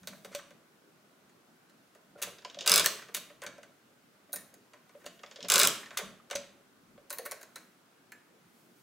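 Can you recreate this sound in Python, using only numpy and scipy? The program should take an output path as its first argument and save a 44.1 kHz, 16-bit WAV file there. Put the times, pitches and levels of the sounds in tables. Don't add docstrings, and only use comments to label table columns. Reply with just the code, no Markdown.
import sys
import numpy as np
from scipy import signal
from scipy.fft import rfft, irfft
from scipy.io import wavfile
from scipy.ndimage import uniform_filter1d

SR = 44100
rng = np.random.default_rng(int(sys.argv[2]) if len(sys.argv) > 2 else 0)


def voltage_ratio(level):
    return 10 ** (np.asarray(level, float) / 20)


def wrap_up_sound(samples):
    columns = np.atleast_2d(samples).T
    tamed = np.clip(columns, -1, 1)
    steps = np.round(tamed * 32767).astype(np.int16)
    wavfile.write(sys.argv[1], SR, steps)


N = 388962
SPAN = 4096

# start in seconds, steel peak in dB.
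TEETH = [(2.6605, -21.5), (2.6757, -8), (2.6953, -5.5), (2.7171, -5.5), (2.7388, -6), (2.7588, -3.5),
         (2.7778, -5), (2.7958, -9), (2.8104, -27.5), (5.4846, -22), (5.4868, -22), (5.4997, -7),
         (5.5191, -6.5), (5.5388, -6), (5.5568, -6), (5.5801, -7), (5.5981, -5), (5.6143, -6), (5.6324, -6),
         (5.6493, -9.5)]
# start in seconds, steel peak in dB.
RELEASE = [
    (2.8599, -8),
    (5.6722, -8.5),
]
# start in seconds, steel peak in dB,
# case in dB and frame in dB against the steel.
DRUM = [(2.384, -43, -12.5, -9.5), (2.4206, -49.5, -11, -3.5), (2.448, -32, -9, -9.5),
        (2.4988, -37, -23.5, -12.5), (2.5449, -37.5, -13.5, -13.5), (2.588, -30.5, -28, -16.5),
        (2.608, -26.5, -20.5, -23), (2.6244, -36, -9, -23), (2.6422, -42, -6.5, -2.5),
        (2.9864, -42, -11, 0), (3.021, -42, -16, -1), (3.085, -48.5, 1.5, 3), (5.1922, -47.5, -12, -7),
        (5.2334, -39, -5, -1), (5.2622, -41, -13.5, -17.5), (5.3118, -40, -14, -5.5),
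        (5.3589, -39, -11.5, -11.5), (5.4051, -35, -21.5, -12), (5.4273, -28.5, -29, -26.5),
        (5.4468, -35, -7, -7.5), (5.829, -55, -17, 15.5), (5.8586, -44, -15, -1), (5.906, -43, -3.5, 2.5)]
# start in seconds, steel peak in dB,
# case, frame and brightness in dB against the steel.
CATCH = [(0.0723, -28.5, -13, -12, -1), (0.2467, -38.5, -4.5, -3.5, -2), (0.348, -25.5, -28, -14, -14),
         (1.949, -52.5, 1, -5, -3), (2.2237, -21.5, -20, -21, -1.5), (2.2307, -26, -37, -6.5, 1),
         (3.1461, -19.5, -27, -12.5, 1), (3.1652, -28.5, -15.5, -9, 4), (3.4274, -47.5, -7, 9, 1),
         (3.4354, -39, -1.5, 0, -1), (5.9729, -18.5, -35, -22, 0), (5.9883, -33, -4.5, 0.5, 0),
         (6.3533, -33, -24, -11, -0.5)]
# start in seconds, steel peak in dB, case and frame in dB against the steel.
HANDLE = [(0.032, -48, -14, -6), (0.127, -62.5, 14, 15.5), (0.389, -41, -26, -1), (0.5064, -49, -3, -4),
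          (2.268, -35.5, -6.5, -9), (3.4185, -36.5, -5, -5), (3.4642, -29.5, -15, -7),
          (3.5807, -49, 2, -4.5), (3.631, -41, -14, -5), (4.7341, -47, -6.5, -0.5),
          (4.8932, -53.5, -6, 0.5), (5.0427, -50, -1, 1), (5.0629, -31, -12.5, -9),
          (6.3003, -37, -13, -4.5), (6.3101, -25.5, -6.5, -9), (6.3288, -37.5, -10, 3),
          (6.3567, -22.5, -33.5, -11)]
# start in seconds, steel peak in dB,
# frame and brightness in dB against the steel.
LEVERS = [(1.294, -56.5, -4, -8), (1.696, -55, -7, -7), (4.3222, -45.5, -23, 5.5), (4.3294, -27.5, -26, 7),
          (4.3385, -43.5, 0.5, 21), (4.359, -28.5, -12, 6.5), (4.3854, -52, 4, -1),
          (4.54, -44.5, -14, -0.5), (7.0974, -41.5, -14, -3), (7.1035, -28, -9, 0.5),
          (7.1272, -33, -7.5, 8.5), (7.184, -29.5, -7.5, 5.5), (7.2597, -34.5, -1, 5.5),
          (7.3114, -31.5, -6, 0), (7.3178, -29.5, -7.5, 2), (7.4294, -40, -5, 1.5),
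          (7.5577, -34.5, -7, -0.5), (7.5666, -63, 19, 12.5), (7.5814, -54, -10.5, 6),
          (8.1193, -42, -1, 3.5)]
# start in seconds, steel peak in dB,
# frame and brightness in dB against the steel, scrape in ms.
SLIDES = [(0.314, -49, 3, -16, 26), (2.174, -56.5, 3.5, -4, 24), (2.216, -29, -8, -.7, 6.3),
          (2.6598, -23.5, -5.5, -5, 9), (2.843, -24, -4.5, -3.5, 17), (3.1417, -34, -9, 1, 1.7),
          (4.998, -61, 5, -8, 28), (5.055, -42.5, -12.5, -4, 9.3), (5.8, -59, 6, -6.5, 22),
          (5.92, -55, 7.5, -9, 29), (5.9694, -38, 11, 1.7, 5.2)]
# start in seconds, steel peak in dB,
# frame in dB against the steel, scrape in ms.
NUDGES = [(7.173, -47.5, 3, 1.5), (7.25, -37.5, -5, 9.6), (7.3101, -47, -6, 1.4), (7.41, -48, -8, 7.4)]
# start in seconds, steel peak in dB, brightness in dB against the steel.
RATTLES = [(.342, -54, -2), (.381, -46.5, -3), (2.8434, -24.5, 3), (2.872, -26.5, -3.5), (2.885, -34, -8),
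           (2.973, -43, -9.5), (5.5926, -15, 8), (5.685, -26, -3), (5.702, -32, -6.5), (7.415, -57, -9)]
# start in seconds, case peak in dB, frame in dB against the case.
TOUCHES = [(0.311, -44, -6), (1.108, -57, -16), (2.151, -42.5, -21), (2.184, -42.5, -15), (2.569, -33, -18),
           (3.3, -45, 0.5), (3.585, -48, -18), (4.292, -49, -4), (4.532, -54, -3), (4.948, -42.5, -6.5),
           (5.385, -38, -12), (5.439, -34, -11), (5.997, -45, 14), (6.013, -33, -28.5), (6.975, -45, -2),
           (7.11, -50, -3), (7.19, -31.5, -11), (7.32, -37, -28), (1.957, -49, -20), (5.07, -54, -15)]
# start in seconds, peak in dB.
THUMPS = [(0.005, -58), (0.08, -51.5), (0.253, -55), (2.549, -56), (5.061, -61), (5.419, -51.5),
          (2.223, -58), (2.7, -44), (2.759, -45), (3.15, -58), (3.459, -57), (4.33, -55.5), (5.534, -45),
          (5.619, -43.5), (6.018, -49.5), (6.068, -68), (6.337, -55)]
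# start in seconds, frequency in Hz, level in dB, t60 in seconds.
SINGING = [(.349, 575, -40, 0.14), (2.45, 1000, -43.5, 0.072), (2.863, 1800, -26, 0.028),
           (3.466, 7010, -60, 0.12), (4.333, 9530, -38, 0.2), (4.331, 4400, -63, 0.15),
           (4.36, 1837, -52.5, 0.22), (5.236, 1200, -49, 0.06), (5.56, 520, -41, .2), (5.63, 660, -41, .15),
           (2.72, 458, -43, .15), (.349, 12400, -52, 0.13), (.349, 15150, -53, .12),
           (.381, 8300, -57, .012), (7.43, 6650, -54, 0.037), (7.105, 4020, -47, 0.11),
           (7.108, 1450, -49.5, 0.094), (7.26, 1400, -46, .07), (7.26, 1130, -45, 0.079),
           (7.318, 6750, -43.5, .04), (7.318, 1100, -44, .07), (7.56, 4000, -48.5, 0.054),
           (2.16, 1400, -60, .12), (2.845, 1700, -32.5, .08), (5.62, 1700, -30.5, .08),
           (6.353, 6210, -34, 0.11), (6.354, 566, -36, 0.18), (7.107, 9570, -48, .2),
           (7.127, 14100, -41, .15), (7.184, 4070, -46.5, 0.064), (7.312, 10500, -39.5, 0.05),
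           (7.556, 3800, -59.5, 0.094), (8.121, 1732, -57.5, 0.37), (8.119, 7440, -63.5, 0.2),
           (8.121, 4230, -57, 0.059), (5.063, 590, -44, 0.069), (7.562, 1400, -52, 0.047),
           (7.415, 1610, -53, .04), (4.336, 1500, -45, 0.056), (4.335, 720, -58, 0.092),
           (6.2, 1230, -57, 0.04)]
# peak in seconds, level in dB.
TREBLE_SWELLS = [(.15, -64), (.32, -69), (3.1, -72), (5.0, -72), (5.15, -69.5), (5.3, -72), (5.9, -71.5),
                 (7.6, -68.5), (8.6, -69), (8.8, -68.5)]
# strongest push in seconds, rumble in dB.
RUMBLE = [(0.05, -68), (.3, -77), (2.25, -68), (2.75, -63.5), (3.45, -71), (4.35, -79), (5.6, -74),
          (6.05, -62), (6.35, -80), (6.95, -72)]

# frequency in Hz, height over the bare click in dB, t60 in seconds.
GEAR_MODES = [(3090, 6.9, 0.0086), (3510, 0.9, 0.036), (4210, 5, 0.032), (4550, 3.8, 0.0062),
              (5110, 5, 0.019), (5763, 5, 0.011), (7000, 7.9, 0.0046), (7980, 6, 0.0031),
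              (9750, 2.8, 0.0086), (12740, 1.3, 0.015), (15000, 3, 0.013)]
ROTOR_MODES = [(2730, 6.3, 0.011), (3320, 2.7, 0.0045), (3680, 7, 0.0062), (4660, 5, 0.033),
               (5200, 3, 0.013), (6300, 1.5, 0.0098), (6960, 3, 0.0085)]
CRANK_MODES = [(2762, 4, 0.0052), (3590, 21, 0.02), (3870, 4.3, 0.03), (4550, 0.61, 0.0081),
               (6210, 7, 0.0043), (6830, 21, .015), (8100, 0.61, 0.036), (9700, 0.91, 0.02),
               (10700, 1.9, 0.035), (12100, 4.3, 0.036)]
LEVER_MODES = [(4070, 11, 0.0072), (6530, 13, 0.0077), (6430, 21, 0.0072), (7340, 0.66, 0.045),
               (9450, 7.4, 0.0052), (10600, 11, 0.017), (12680, 1.7, 0.036), (13300, 1.5, 0.036),
               (13900, 2.3, 0.045)]
FRAME_MODES = [(1170, 5.2, 0.06), (1349, 1.1, 0.0033), (1500, 32, 0.021), (1629, 24, 0.013),
               (1835, 1.8, 0.06), (2080, 5.4, 0.037)]
COVER_MODES = [(1110, 15, .03), (1544, 19, 0.06), (1756, 9, .03), (1876, 11, .025), (2130, 1.3, 0.045),
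               (2640, 0.9, 0.045)]
CASE_MODES = [(386.6, 2, .02), (460, 6, 0.05), (576.7, 26, .045), (627, 21, 0.084), (670, 3.8, 0.0076)]
TABLE_MODES = [(184, 2, 0.05), (217.1, 4.5, 0.03), (252.6, 5.5, 0.02)]

# delay in ms, level in dB, samples later on the right.
ECHOES = [(.9, -25.5, 0.39), (2.1, -16.5, -0.64), (3.9, -13.5, 0), (6.5, -24.5, -1), (11., -11.5, 1)]
# frequency in Hz, t60 in seconds.
ROOM = [(150, 0.8), (600, 0.39), (2000, 0.54), (5000, 0.4), (10000, 0.4), (16000, 0.36)]
# frequency in Hz, level in dB.
WIDTH = [(100, -7.5), (300, -14.5), (2200, -11), (4500, -6), (12000, -8.5)]
# frequency in Hz, density in dB per Hz.
AIR = [(15, -59.5), (25, -37.5), (177, -1.5), (252, -1.5), (321, -2.5), (358, -3.5), (457, -7.5),
       (952, -11), (1510, -9), (1680, -13.5), (4480, -20), (14800, -27), (16500, -26)]
# frequency in Hz, likeness from 0 to 1.
AIR_SAME = [(60, 0.75), (240, 0.83), (950, 0.21), (3770, 0.16), (15000, 0.31)]


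def placed(starts_s, sounds):
    track = np.zeros(N)
    for start_s, sound in zip(starts_s, sounds):
        part = track[round(start_s * SR):][:len(sound)]
        part += sound[:len(part)]
    return track


def read(points, hz):
    f, value = np.transpose(points)
    return np.interp(np.log(hz + 1), np.log(f + 1), value)


def contact(chatter_ms, chatter_db, per_s):
    burst_db, burst_ms = -12, 1.2
    ms = 1000 * np.arange(SPAN) / SR
    age = ms / np.clip(chatter_ms, 0.3, 25)[:, None]
    size, chance = np.moveaxis(rng.random((len(chatter_ms), SPAN, 2)), -1, 0)
    rebounds = 4.74 * (size - 0.5) * (chance < per_s / SR)
    lingering = voltage_ratio(chatter_db) * np.exp(-age)
    quick = voltage_ratio(burst_db) * np.exp(-ms / burst_ms)
    sharp = rebounds * (lingering + quick)
    sharp[:, 0] = 1
    swell = rebounds * age * np.exp(-1.6 * age)
    return rfft(sharp), rfft(swell)


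def ring(force, modes, lo_hz, hi_hz, vary_db, bare=0.98):
    detune = 0.012
    hz = np.fft.rfftfreq(SPAN, 1 / SR)
    f, db, t60_s = np.transpose(modes)[:, :, None]
    spot, shift = np.moveaxis(rng.standard_normal((len(force), len(modes), 1, 2)), -1, 0)
    t60_s = np.clip(t60_s, 0.002, 0.004 + 28 / f)
    half_width_hz = np.log(1000) / (2 * np.pi * t60_s)
    db = np.minimum(db, 7500 / f - f / 3000)
    height = voltage_ratio(db + vary_db * spot) * half_width_hz
    humps = height / (half_width_hz + 1j * (hz - f * (1 + detune * shift)))
    body = bare + humps.sum(axis=1)
    edges = signal.butter(3, [lo_hz, hi_hz], "band", fs=SR, output="sos")
    sound = irfft(force * body * signal.sosfreqz(edges, hz, fs=SR)[1])
    return sound / abs(sound).max(axis=1, keepdims=True)


def blows(s, db, case_db, frame_db, bright_db, chatter_ms, steel, chatter_db, per_s, top_hz,
          lo_hz=2800, soft=False, frame=FRAME_MODES):
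    levels_db = (db, case_db, frame_db, bright_db)
    db, case_db, frame_db, bright_db = (np.reshape(v + 0 * s, (-1, 1)) for v in levels_db)
    sharp, swell = contact(chatter_ms + 0 * s, chatter_db, per_s)
    force = swell if soft else sharp
    sound = ring(force, steel, lo_hz, top_hz, vary_db=1.5)
    sound += voltage_ratio(bright_db) * ring(force, steel, top_hz, 20000, vary_db=1.5)
    sound += voltage_ratio(frame_db) * ring(swell + 0.22 * force, frame, 900, 2535, vary_db=3)
    sound += voltage_ratio(case_db) * ring(swell + 0.19 * force, CASE_MODES, 376.4, 720, vary_db=3, bare=0.23)
    return placed(s + 0.0005, voltage_ratio(db) * sound)


def gearing():
    second_turn_s, load_db_per_s = 5.48, 18
    bounce_ms, bounce_db = 0.8, -5
    s, db = np.transpose(TEETH)
    frame_db = -17.5 + load_db_per_s * np.maximum(s - second_turn_s, 0)
    teeth = blows(s, db, case_db=-21, frame_db=frame_db, bright_db=-5, chatter_ms=9.6, steel=GEAR_MODES,
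                  chatter_db=-18.5, per_s=9000, top_hz=9200)
    second_landing = voltage_ratio(bounce_db) * np.roll(teeth, round(bounce_ms * SR / 1000))
    teeth = (teeth + second_landing) * voltage_ratio(-0.5)
    release = blows(*np.transpose(RELEASE), case_db=-32.5, frame_db=-22, bright_db=0.6, chatter_ms=2.6,
                    steel=GEAR_MODES, chatter_db=-16.5, per_s=12000, top_hz=8900)
    drum = blows(*np.transpose(DRUM), bright_db=-25, chatter_ms=7.2, steel=ROTOR_MODES,
                 chatter_db=-11.5, per_s=24000, top_hz=6600)
    return teeth + release + drum


def handle():
    catch = blows(*np.transpose(CATCH), chatter_ms=7.3, steel=CRANK_MODES,
                  chatter_db=-1.5, per_s=7700, top_hz=8600)
    axle = blows(*np.transpose(HANDLE), bright_db=-9.5, chatter_ms=5.7, steel=CRANK_MODES,
                 chatter_db=-10, per_s=6500, top_hz=7944)
    return catch + axle


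def levers():
    s, db, frame_db, bright_db = np.transpose(LEVERS)
    return blows(s, db, case_db=-16.5, frame_db=frame_db, bright_db=bright_db, chatter_ms=5.4, steel=LEVER_MODES,
                 chatter_db=-9, per_s=6200, top_hz=9570, lo_hz=3830, frame=COVER_MODES)


def slides():
    s, db, frame_db, bright_db, scrape_ms = np.transpose(SLIDES)
    crank = blows(s, db, case_db=-12, frame_db=frame_db, bright_db=bright_db, chatter_ms=scrape_ms,
                  steel=CRANK_MODES, chatter_db=0, per_s=8800, top_hz=8900, soft=True)
    s, db, frame_db, scrape_ms = np.transpose(NUDGES)
    lever = blows(s, db, case_db=-4.5, frame_db=frame_db, bright_db=5.5, chatter_ms=scrape_ms, steel=LEVER_MODES,
                  chatter_db=0, per_s=5700, top_hz=9100, lo_hz=3700, soft=True, frame=COVER_MODES)
    return crank + lever


def rattles():
    s, db, bright_db = np.transpose(RATTLES)
    return blows(s, db, case_db=-32.5, frame_db=-10.5, bright_db=bright_db, chatter_ms=1.3, steel=GEAR_MODES,
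                 chatter_db=-11, per_s=9000, top_hz=9300, lo_hz=5000)


def touches():
    s, db, frame_db = np.transpose(TOUCHES)[:, :, None]
    force = contact(np.full(len(s), 4.6), chatter_db=4.5, per_s=2900)[1]
    sound = ring(force, CASE_MODES, 420, 700, vary_db=1.5, bare=0.23)
    sound += voltage_ratio(frame_db) * ring(force, FRAME_MODES, 1000, 3700, vary_db=3)
    return placed(s[:, 0], voltage_ratio(db - 4) * sound)


def table():
    s, db = np.transpose(THUMPS)
    force = contact(np.full(len(s), 24.0), chatter_db=4.5, per_s=6100)[1]
    return placed(s, voltage_ratio(db[:, None] + 2.5) * ring(force, TABLE_MODES, 120, 270, vary_db=3))


def singing():
    t = np.arange(4 * SPAN) / SR
    attack = np.minimum(t / 0.00045, 1)
    starts_s, tones = [], []
    for (s, hz, db, t60_s), off in zip(SINGING, rng.standard_normal((len(SINGING), 3, 1))):
        beside_hz = hz + off * (10 + 0.012 * hz)
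        cluster = np.sin(2 * np.pi * hz * t) + 0.39 * np.sin(2 * np.pi * beside_hz * t).sum(axis=0)
        starts_s.append(s)
        tones.append(voltage_ratio(db - 60 * t / t60_s) * cluster * attack)
    return placed(starts_s, tones)


def room(x):
    turns_per_s = 110
    near = np.zeros((2, 1024))
    near[:, 0] = 1
    for ms, db, lag in ECHOES:
        at = round(ms * SR / 1000) + np.array([0, round(lag)])
        near[[0, 1], at] += voltage_ratio(db)
    out = signal.oaconvolve(x[None], near, axes=1)[:, :N]
    bass = signal.sosfiltfilt(signal.butter(2, 1300, fs=SR, output="sos"), x)
    for k in range(3):
        turn = turns_per_s * np.arange(N) / SR + k / 3
        share = np.sqrt(2 / 3) * np.cos(2 * np.pi * turn)
        feed = voltage_ratio(-8) * share * (x - bass)
        if k == 0:
            feed += voltage_ratio(-6) * bass
        out = out + signal.fftconvolve(feed[None], tail(), axes=1)[:, :N]
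    return out


def tail():
    soak_db_per_khz = 0.62
    taps = np.zeros((2, SR // 2 + 2 * SPAN))
    at = np.arange(200, taps.shape[1] - 20, 20)
    at = at + rng.integers(0, 20, (2, len(at)))
    np.put_along_axis(taps, at, rng.choice([-1.0, 1.0], at.shape), 1)
    hz, t, (mid, side) = signal.stft(taps, SR, nperseg=256)
    hz = hz[:, None]
    side = side * voltage_ratio(read(WIDTH, hz))
    decay = voltage_ratio(-60 * t / read(ROOM, hz) - soak_db_per_khz * hz / 1000)
    both = signal.istft(np.array([mid + side, mid - side]) * decay, SR, nperseg=256)[1]
    both = both * np.minimum(np.linspace(4, 0, both.shape[1]), 1)
    return both / np.linalg.norm(both[0])


def swells(rows, rise_db_per_s, fall_db_per_s):
    s, db = np.transpose(rows)[:, :, None]
    late_s = np.arange(N) / SR - s
    slope_db = np.minimum(rise_db_per_s * late_s, -fall_db_per_s * late_s)
    return voltage_ratio((db + slope_db).max(axis=0))


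def treble_hiss():
    treble = signal.butter(2, 3500, "high", fs=SR, output="sos")
    a, b = signal.sosfilt(treble, rng.standard_normal((2, N)))
    return swells(TREBLE_SWELLS, 68, 68) * np.array([a + 0.4 * b, a - 0.4 * b])


def rumble():
    band = signal.butter(3, [30, 130], "band", fs=SR, output="sos")
    a, b = signal.sosfilt(band, rng.standard_normal((2, N)))
    level = swells(RUMBLE, rise_db_per_s=123, fall_db_per_s=96) * voltage_ratio(-4)
    return level * np.array([a + 0.4 * b, a - 0.4 * b]) / a.std()


def air():
    level_db, wander_db = -63.5, 2.3
    frames, hz = N // 256 + 5, np.fft.rfftfreq(1024, 1 / SR)[:, None]
    a, b, c, d, patches = rng.standard_normal((frames, 513, 5)).T
    patches = uniform_filter1d(uniform_filter1d(patches, size=6, axis=0), size=14, axis=1)
    patchy_db = wander_db * patches / patches.std() / (1 + hz / 1200)
    same, left = read(AIR_SAME, hz), a + 1j * b
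    right = same * left + np.sqrt(1 - same ** 2) * (c + 1j * d)
    z = np.array([left, right]) * voltage_ratio(read(AIR, hz) + patchy_db)
    x = signal.istft(z, nperseg=1024, noverlap=768)[1][:, :N]
    x = signal.sosfilt(signal.butter(2, 90, "high", fs=SR, output="sos"), x)
    return voltage_ratio(level_db) * x / x.std()


def ducking(x):
    knee_db, share, recover_db_per_s = -16.5, 0.2, 25
    power_db = 10 * np.log10(abs(uniform_filter1d(x ** 2, size=2000)) + 1e-12)
    rise_db = np.arange(N) * recover_db_per_s / SR
    cut_db = share * np.maximum(power_db - knee_db, 0)
    held_db = np.maximum.accumulate(cut_db + rise_db) - rise_db
    return voltage_ratio(-uniform_filter1d(held_db, size=400))


def scene():
    singing_dry = 0.6
    sung = singing()
    machine = gearing() + handle() + levers() + slides() + rattles() + touches() + table()
    machine = machine + (1 - singing_dry) * sung
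    close = room(machine) + singing_dry * sung
    balance_db = [[-0.2], [0.2]]
    return close * voltage_ratio(balance_db) + rumble() + air() * ducking(machine) + treble_hiss()


def below(x, edge_hz):
    return signal.oaconvolve(x, signal.firwin(1023, edge_hz, window=("kaiser", 9), fs=SR)[None], "same")


def top_cut(x):
    return signal.sosfilt(signal.butter(12, 16980, fs=SR, output="sos"), x)


def record(dry):
    edge_hz, top_hz, above_edge_db = 15850, 16750, -20
    under = below(dry, edge_hz)
    trace = voltage_ratio(above_edge_db) * (below(dry, top_hz) - under)
    return top_cut(under + trace)


dry = scene()
out = record(dry)
wrap_up_sound(out)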